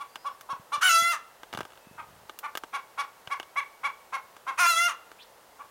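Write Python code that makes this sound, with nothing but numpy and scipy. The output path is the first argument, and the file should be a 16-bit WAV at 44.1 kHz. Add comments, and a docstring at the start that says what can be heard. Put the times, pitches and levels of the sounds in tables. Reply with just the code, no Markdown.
"""A soft hen cluck comes first, over a faint outdoor hush; arched clucks lead up to two long squawks.
Each squawk breaks from a harsh, period-doubled start into a clear held note that drops at the end.
The hen is a sum of membrane partials shaped by throat and beak; delayed copies and a noise tail are the yard.
A hand-held plastic case clicks (ringing modes) and bumps (damped low waves); small birds are gliding sines."""
import sys
import numpy as np
from scipy import signal
from scipy.fft import rfft, irfft
from scipy.io import wavfile

SR = 44100
rng = np.random.default_rng(int(sys.argv[2]) if len(sys.argv) > 2 else 0)


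def store_pcm(level_fs):
    """Save levels as 16-bit WAV."""
    pcm = np.round(np.clip(level_fs, -1, 1) * 32767).astype(np.int16)
    wavfile.write(sys.argv[1], SR, np.atleast_2d(pcm).T)


N = 251370
TIME_S = np.arange(N) / SR
CUTOFF_HZ = 15900

# outdoor noise spectrum: (frequency [Hz], relative density [dB per Hz])
HUSH_SPECTRUM = [(18, -41), (30, -11), (75, -11), (295, -9), (486, 0), (822, -0.5), (889, 2), (1100, -2.5),
                 (2120, -9), (2350, -14), (2610, -11), (3220, -13), (5590, -16), (16000, -18.5)]
HUSH_RMS_DB = -55.5

# small birds: (start [s], length [s], first pitch [Hz], last pitch [Hz], peak before echoes [dB],
# waver [share of pitch])
BIRDS = [(.08, .28, 4620, 5400, -62, .022), (1.8, .2, 2560, 2660, -63, .025),
         (5.185, .055, 2500, 4700, -48, .13)]

# soft bumps of the hand: (time [s], pitch [Hz], level before gain and low-pass [dB])
BUMPS = [(.53, 140, -39), (.597, 130, -40.5), (0.779, 150, -42.5), (1.022, 179, -35), (1.549, 190, -30),
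         (1.589, 200, -28), (1.87, 190, -38.5), (1.912, 168, -39.5), (3.275, 120, -40)]
# case clicks: (time [s], level of a 0 dB mode [dB], hardness [dB per octave], bright ring [dB])
CLICKS = [(0.157, -31.5, 1, 5), (0.41, -40.5, 5.5, -6), (1.4325, -36, -1.5, 6), (1.5283, -33, 0, 4),
          (1.5369, -27, -1, -6), (1.5488, -31, -1, 3), (1.5738, -27, 0, -5), (1.5884, -30, -1, -1),
          (1.6062, -26, -2, -3), (1.652, -34, -1, -7), (2.2954, -34, -1, 6), (2.389, -42, 8.5, -3),
          (2.5526, -25.5, 0, -2), (2.5734, -26, 3.5, -2), (2.6362, -29.5, -2, -4), (3.274, -35, -1, 7),
          (3.3988, -29, -1, 7), (3.4295, -38, 0, 4), (4.3658, -39.5, 1, -7), (5.116, -40, 0, -4)]
# plastic case modes: (frequency [Hz], level [dB], t60 [s])
CASE_MODES = [(340, -8, 0.015), (620, -6, 0.014), (860, -5, 0.014), (1224, 0, 0.017), (1573, -5.5, 0.029),
              (2220, -9, 0.013), (2880, -3.5, 0.014), (3460, -10, 0.018), (4960, -11, 0.0032),
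              (6300, -11, 0.0023), (10030, -16, 0.0032), (14300, -14, 0.0013)]
# shifts of the grip: (start [s], length [s], mean creak level [dB], mean thud level [dB])
GRIP_SHIFTS = [(1.53, .11, -40, -45), (1.7, .07, -48, -60), (1.93, .33, -60, -52)]
SLIPS_PER_S = 60

# ground and near surfaces: (delay [s], level [dB])
NEAR_ECHOES = [(.0009, -24), (.0043, -15.5)]
# fences and walls: (delay [s], level before low-pass [dB])
FENCE_ECHOES = [(0.0128, -22), (0.03, -9), (.047, -17.5), (0.077, -23)]

# clucks: (top of the arch [s], pitch there [Hz], level before gain [dB], period doubling [0-1],
# beak resonance [dB], treble [dB])
CLUCKS = [(0.017, 576.5, -36, .4, -7, 3), (0.271, 573, -28, .1, -14, -2),
          (0.515, 555, -27.5, .17, -15.5, -2), (0.745, 592.2, -24.5, .13, -4.5, 7),
          (1.999, 633.6, -36.5, .95, -3, -8), (2.452, 596.6, -33, .85, 1.5, -1),
          (2.754, 562.7, -28.5, .45, 2, 3.5), (3.002, 572, -26.5, .42, 1.5, 5),
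          (3.326, 565.6, -27.5, .17, 4, 2), (3.585, 570, -24.5, .03, 7, 1), (3.859, 568, -26.5, .3, 7, 2.5),
          (4.149, 548, -27.7, .4, 3, 2), (4.492, 544, -27, .45, 0, -1.5), (5.611, 580, -38.5, .45, -6, -11)]
# throat and beak in a cluck: (frequency [Hz], level [dB])
CLUCK_THROAT = [(280, -31.5), (560, -26), (850, -4), (1130, -1.5), (1420, -3), (1700, -17.5), (2250, -9.5),
                (2800, -20.5), (3600, -21.5), (4800, -33), (5900, -30), (7800, -39), (9800, -33),
                (13000, -49.5)]
# a louder cluck is longer
CLUCK_DB, CLUCK_HALF_S, LONGER_S_PER_DB = -28, .018, .0003

# squawks with their harsh starts: (start [s], pitch [Hz], pitch sag [Hz per s], level before gain [dB],
# period doubling [0-1], roughness [0-1], beak resonance [Hz], its fall in the held note [Hz per s])
SQUAWKS = [(.806, 753, 350, -18.5, .24, .33, 2960, 4300), (4.571, 724, 750, -20, .6, .2, 2480, 5800)]
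# clear held note, one list per squawk: (time [s], pitch [Hz], level before gain [dB])
HELD_NOTES = [
    [(0.895, 676.8, -19), (0.909, 669.8, -19), (0.957, 666.4, -20), (1.115, 689.0, -25)],
    [(4.675, 688.7, -22), (4.703, 689.5, -19), (4.723, 662.7, -23), (4.745, 655.0, -26),
     (4.783, 677.6, -21), (4.865, 703.3, -24), (4.873, 705.3, -26)],
]
# throat and beak in a squawk: (frequency [Hz], level [dB])
SQUAWK_THROAT = [(350, -31), (680, -18), (1030, 2.5), (1400, 0), (1800, -9.5), (2200, -14), (3000, -18),
                 (3900, -17), (5000, -18), (6200, -12.5), (7700, -23), (9400, -17), (11500, -24),
                 (15500, -30)]
# scoop up from a slack membrane, break into the held note, drop back
SCOOP_S, BREAK_S, DROP_S = .03, .009, .056
SLACK_HZ, SLACK_DOUBLING, SLACK_ROUGH = 490, .8, .7
HELD_DOUBLING, HELD_ROUGH = .012, .025
ATTACK_DB, RELEASE_DB = 26, 15
# the beak is wide open at the break, then closes and lowers two resonances together
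BEAK_OPEN_HZ, BEAK_SHUT_HZ, UPPER_RESONANCE_RATIO = 2780, 1850, 1.53


def from_db(db):
    """Decibels to gain."""
    return 10 ** (np.asarray(db) / 20)


def rms_one(x):
    """Scale to unit power."""
    return x / np.sqrt(np.mean(x ** 2) + 1e-20)


def blend(a, b, share):
    """From a at share 0 to b at share 1."""
    return a + (b - a) * share


def along(rows, t):
    """Each column of a curve at the times t."""
    s, *columns = np.transpose(rows)
    return [np.interp(t, s, c) for c in columns]


def at_hz(points, hz):
    """Gain of a spectrum, interpolated over log frequency."""
    f, db = np.transpose(points)
    return from_db(np.interp(np.log(hz + 1), np.log(f), db))


def resonance(hz, centre_hz, width_hz):
    """Bell of height 1 around a centre frequency."""
    return np.exp(-((hz - centre_hz) / width_hz) ** 2)


def lowpass(x, hz, order=2):
    """Butterworth low-pass."""
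    return signal.sosfilt(signal.butter(order, min(hz, .45 * SR), fs=SR, output="sos"), x)


def wander(shape, hz):
    """Low-passed noise of unit power."""
    return rms_one(lowpass(rng.standard_normal(shape), hz))


def ring(clicks, hz, t60_s):
    """Two-pole resonator: a unit click starts a decaying wave of height 1."""
    radius = from_db(-60 / (t60_s * SR))
    w = 2 * np.pi * hz / SR
    return signal.lfilter([.5, 0, -.5], [1, -2 * radius * np.cos(w), radius * radius], clicks + 1e-18)


def reflect(x, echoes):
    """Sum of delayed, weakened copies."""
    return sum(from_db(db) * np.interp(TIME_S - delay_s, TIME_S, x, left=0) for delay_s, db in echoes)


def coloured(spectrum):
    """Steady noise of unit power with this spectrum."""
    gain = at_hz(spectrum, np.fft.rfftfreq(N, 1 / SR))
    return rms_one(irfft(rfft(rng.standard_normal(N)) * gain, N))


def hush():
    """Steady far-off outdoor noise."""
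    return from_db(HUSH_RMS_DB) * coloured(HUSH_SPECTRUM)


def small_birds():
    """Thin whistles and a scratchy chirp: each glides up, swelling and fading."""
    out = np.zeros(N)
    for start_s, length_s, first_hz, last_hz, db, waver in BIRDS:
        u = np.clip((TIME_S - start_s) / length_s, 0, 1)
        pitch_hz = first_hz * (last_hz / first_hz) ** u
        phase = 2 * np.pi * np.cumsum(pitch_hz * (1 + waver * wander(N, 600))) / SR
        out += from_db(db) * np.sin(phase) * 2 * np.sqrt(u * (1 - u))
    return out


def slips(spread_db=3):
    """Small uneven finger slips while the grip shifts: (time [s], creak [dB], thud [dB])."""
    rows = []
    for start_s, length_s, creak_db, thud_db in GRIP_SHIFTS:
        chance = rng.uniform(-1, 1, (32, 3))
        count = int(length_s * SLIPS_PER_S) + 1
        for k, (late, creak, thud) in enumerate(chance[:count]):
            s = start_s + (k + late / 2) / SLIPS_PER_S
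            rows.append((s, creak_db + spread_db * creak, thud_db + spread_db * thud))
    return rows


def hand_bumps(fingers, thud_hz=105, t60_cycles=3.0, soft_hz=330, gain_db=1.5):
    """Dull thuds of the hand: each dies within a few cycles."""
    out = np.zeros(N)
    for s, hz, db in list(BUMPS) + [(s, thud_hz, db) for s, _, db in fingers]:
        push = np.zeros(N)
        push[int(s * SR)] = from_db(db + gain_db)
        out += ring(push, hz, t60_cycles / hz)
    return lowpass(out, soft_hz)


def case_clicks(fingers, ring_hz=2880, ring_width_hz=900, rub_db=-12, rub_decay_s=0.0062, travel_cycles=2.5):
    """The plastic case slips under the fingers: a snap rings its modes, then rubbing dies away."""
    out = np.zeros(N)
    t = TIME_S[:SR // 20]
    for s, db, hardness, ring_db in list(CLICKS) + [(s, db, 0, 0) for s, db, _ in fingers]:
        for n, (hz, mode_db, t60_s) in enumerate(CASE_MODES):
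            snap = ring(signal.unit_impulse(len(t)), hz, t60_s) * (-1) ** n
            rub = rms_one(ring(rng.standard_normal(len(t)), hz, t60_s / 2)) * np.exp(-t / rub_decay_s)
            colour_db = hardness * np.log2(hz / 1300) + ring_db * resonance(hz, ring_hz, ring_width_hz)
            # each mode arrives through the case at its own moment
            at = int((s + rng.random() * travel_cycles / (hz + 1000)) * SR)
            out[at:at + len(t)] += from_db(db + mode_db + colour_db) * (snap + from_db(rub_db) * rub)
    return out


def yard(x, scatter_db=-25.0206, low_t60_s=0.61, high_t60_s=0.34, split_hz=3500, echo_hz=4500):
    """Near surfaces colour the sound, fences return dull echoes, plants scatter a thin tail."""
    t = TIME_S[:SR]
    noise = rng.standard_normal(len(t)) * np.clip(t / 0.0072, 0, 1)
    low_tail = lowpass(noise, split_hz) * from_db(-60 * t / low_t60_s)
    tail = low_tail + 0.19 * noise * from_db(-60 * t / high_t60_s)
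    tail *= from_db(scatter_db) / np.sqrt(np.sum(tail ** 2))
    near = reflect(x, NEAR_ECHOES)
    fences = lowpass(reflect(x, FENCE_ECHOES), echo_hz, order=1)
    return x + near + fences + signal.fftconvolve(x, tail)[:N]


def syrinx(pitch_hz, doubling, rough, throat, jitter, rasp, flutter_db):
    """Partials of the vibrating membrane: frequencies [Hz], strengths and unit-power waves."""
    multiple = np.arange(1, 57)[:, None] / 2
    uneven_hz = pitch_hz * (1 + jitter * rough * wander(len(pitch_hz), 315))
    phase = 2 * np.pi * np.cumsum(uneven_hz) / SR
    hz = multiple * pitch_hz
    # alternating strong and weak cycles put lines halfway between the harmonics
    strength = at_hz(throat, hz) * np.where(multiple % 1, doubling, 1) * (hz < CUTOFF_HZ)
    # upper partials swell and fade one by one
    strength = strength * from_db(flutter_db * np.clip(hz / 6000, 0, 1) * wander(hz.shape, 16.7))
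    # turbulence shakes the high partials most
    shake = rasp * np.sqrt(np.abs(rough)) * np.minimum(hz / 4000, 2) ** 1.1
    # at the roughest moments the low ones tear too
    shake = shake + .45 * rough ** 2
    turn = multiple * phase + rng.uniform(0, 2 * np.pi, multiple.shape)
    in_phase = np.cos(turn) * (1 + shake * wander(hz.shape, 117))
    quadrature = np.sin(turn) * shake * wander(hz.shape, 107)
    return hz, strength, (in_phase + quadrature) / np.sqrt(.5 + shake ** 2)


def clucks(rise=.07, fall=0.0857, edge_rough=0.47, core_rough=0.06, hoarse=0.5, catch=0.48, gain_db=-0.94):
    """Pitch and loudness arch with the push of air; the voice catches an octave down, then clears."""
    out = np.zeros(N)
    for s, top_hz, db, doubling, beak_peak_db, treble_db in CLUCKS:
        half_s = CLUCK_HALF_S + LONGER_S_PER_DB * (db - CLUCK_DB)
        span = np.abs(TIME_S - s) < .06
        u = (TIME_S[span] - s) / half_s
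        rising = u < 0
        slack = np.minimum(u ** 2, 3)
        rough = np.clip(core_rough + hoarse * doubling + edge_rough * slack, 0, 1)
        halves = np.clip(0.72 * doubling + slack * np.where(rising, catch, .12), 0, 1.3)
        arch_hz = top_hz * (1 - slack * np.where(rising, rise, fall))
        hz, strength, wave = syrinx(arch_hz, halves, rough, CLUCK_THROAT, jitter=0.026, rasp=1.0, flutter_db=2.5)
        beak_db = beak_peak_db * resonance(hz, 2100, 520)
        bright_db = treble_db * np.clip((hz - 2200) / 1500, 0, 1)
        # with little air the membrane closes softly: upper partials drop out first
        dull_db = slack * np.where(rising, 5.0, 3.2) * np.clip(np.log2(hz / 1300), 0, 1.4)
        gate = np.clip((u + 1.535) / 0.34, 0, 1) * np.clip((1.8 - u) / 0.69, 0, 1)
        push = from_db(db + gain_db - slack * np.where(rising, 6.5, 5.2)) * gate
        out[span] += push * np.sum(strength * from_db(beak_db + bright_db - dull_db) * wave, axis=0)
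    return out


def squawks(gain_db=-0.9, beak_db=11.5, beak_width_hz=240, upper_db=13, upper_width_hz=330,
            thin_db=11, thin_from_hz=2400, thin_range_hz=500,
            harsh_dull_db=5, slack_dull_db=2, tire_db_per_s=14):
    """Long forced notes: scoop into a harsh start, break into a clear note as the beak closes, drop."""
    out = np.zeros(N)
    for squawk, note in zip(SQUAWKS, HELD_NOTES):
        start_s, top_hz, sag, harsh_db, harsh_doubling, harsh_rough, harsh_beak_hz, closing = squawk
        clear_s, drop_s = note[0][0], note[-1][0]
        span = (TIME_S > start_s) & (TIME_S < drop_s + DROP_S)
        t = TIME_S[span]

        scoop = np.clip(1 - (t - start_s) / SCOOP_S, 0, 1)
        harsh = np.clip((clear_s - t) / BREAK_S, 0, 1)
        release = np.clip((t - drop_s) / DROP_S, 0, 1)
        slack = scoop + release
        held_s = np.maximum(t - clear_s, 0)

        held_hz, held_db = along(note, t)
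        harsh_hz = top_hz - sag * (t - start_s - SCOOP_S)
        pitch_hz = blend(blend(held_hz, harsh_hz, harsh), SLACK_HZ, slack)
        doubling = blend(blend(HELD_DOUBLING, harsh_doubling, harsh), SLACK_DOUBLING, slack)
        rough = blend(blend(HELD_ROUGH, harsh_rough, harsh), SLACK_ROUGH, np.sqrt(slack))
        level_db = blend(held_db, harsh_db, harsh) - ATTACK_DB * scoop ** 2 - RELEASE_DB * release ** 2
        closing_beak_hz = np.maximum(BEAK_OPEN_HZ - closing * held_s, BEAK_SHUT_HZ)
        beak_hz = blend(closing_beak_hz, harsh_beak_hz, harsh)

        hz, strength, wave = syrinx(pitch_hz, doubling, rough, SQUAWK_THROAT, jitter=0.018, rasp=1.15, flutter_db=3.5)
        lift_db = beak_db * resonance(hz, beak_hz, beak_width_hz)
        # the upper resonance speaks once the beak has begun to close
        upper = resonance(hz, beak_hz * UPPER_RESONANCE_RATIO, upper_width_hz)
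        lift_db = lift_db + upper_db * np.clip(held_s / .09, 0, 1) * upper
        # treble is strongest at the break and fades as the air runs out
        treble_loss_db = harsh_dull_db * harsh + slack_dull_db * slack + tire_db_per_s * held_s
        dull_db = treble_loss_db * np.clip((hz - 2800) / 2000, 0, 1)
        # a wide open beak holds back the lowest partials
        gape = np.clip((beak_hz - thin_from_hz) / thin_range_hz, 0, 1)
        low_loss_db = thin_db * gape * np.clip((1350 - hz) / 250, 0, 1)
        strength = strength * from_db(lift_db * (1 - np.sqrt(release)) - dull_db - low_loss_db)

        voice = np.sum(strength * wave, axis=0) / np.sqrt(np.sum(strength ** 2, axis=0))
        out[span] += signal.windows.tukey(len(t), .04) * from_db(level_db + gain_db) * voice
    return out


def scene():
    """Hen and birds sound in the yard; handling noise and hush get no echoes."""
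    outdoors = yard(clucks() + squawks() + small_birds()) + hush()
    fingers = slips()
    return (outdoors + case_clicks(fingers) + hand_bumps(fingers))[None]


def record(dry):
    """Steep elliptic low-pass at CUTOFF_HZ."""
    return signal.sosfilt(signal.ellip(10, .2, 80, CUTOFF_HZ, fs=SR, output="sos"), dry)


dry = scene()
out = record(dry)
store_pcm(out)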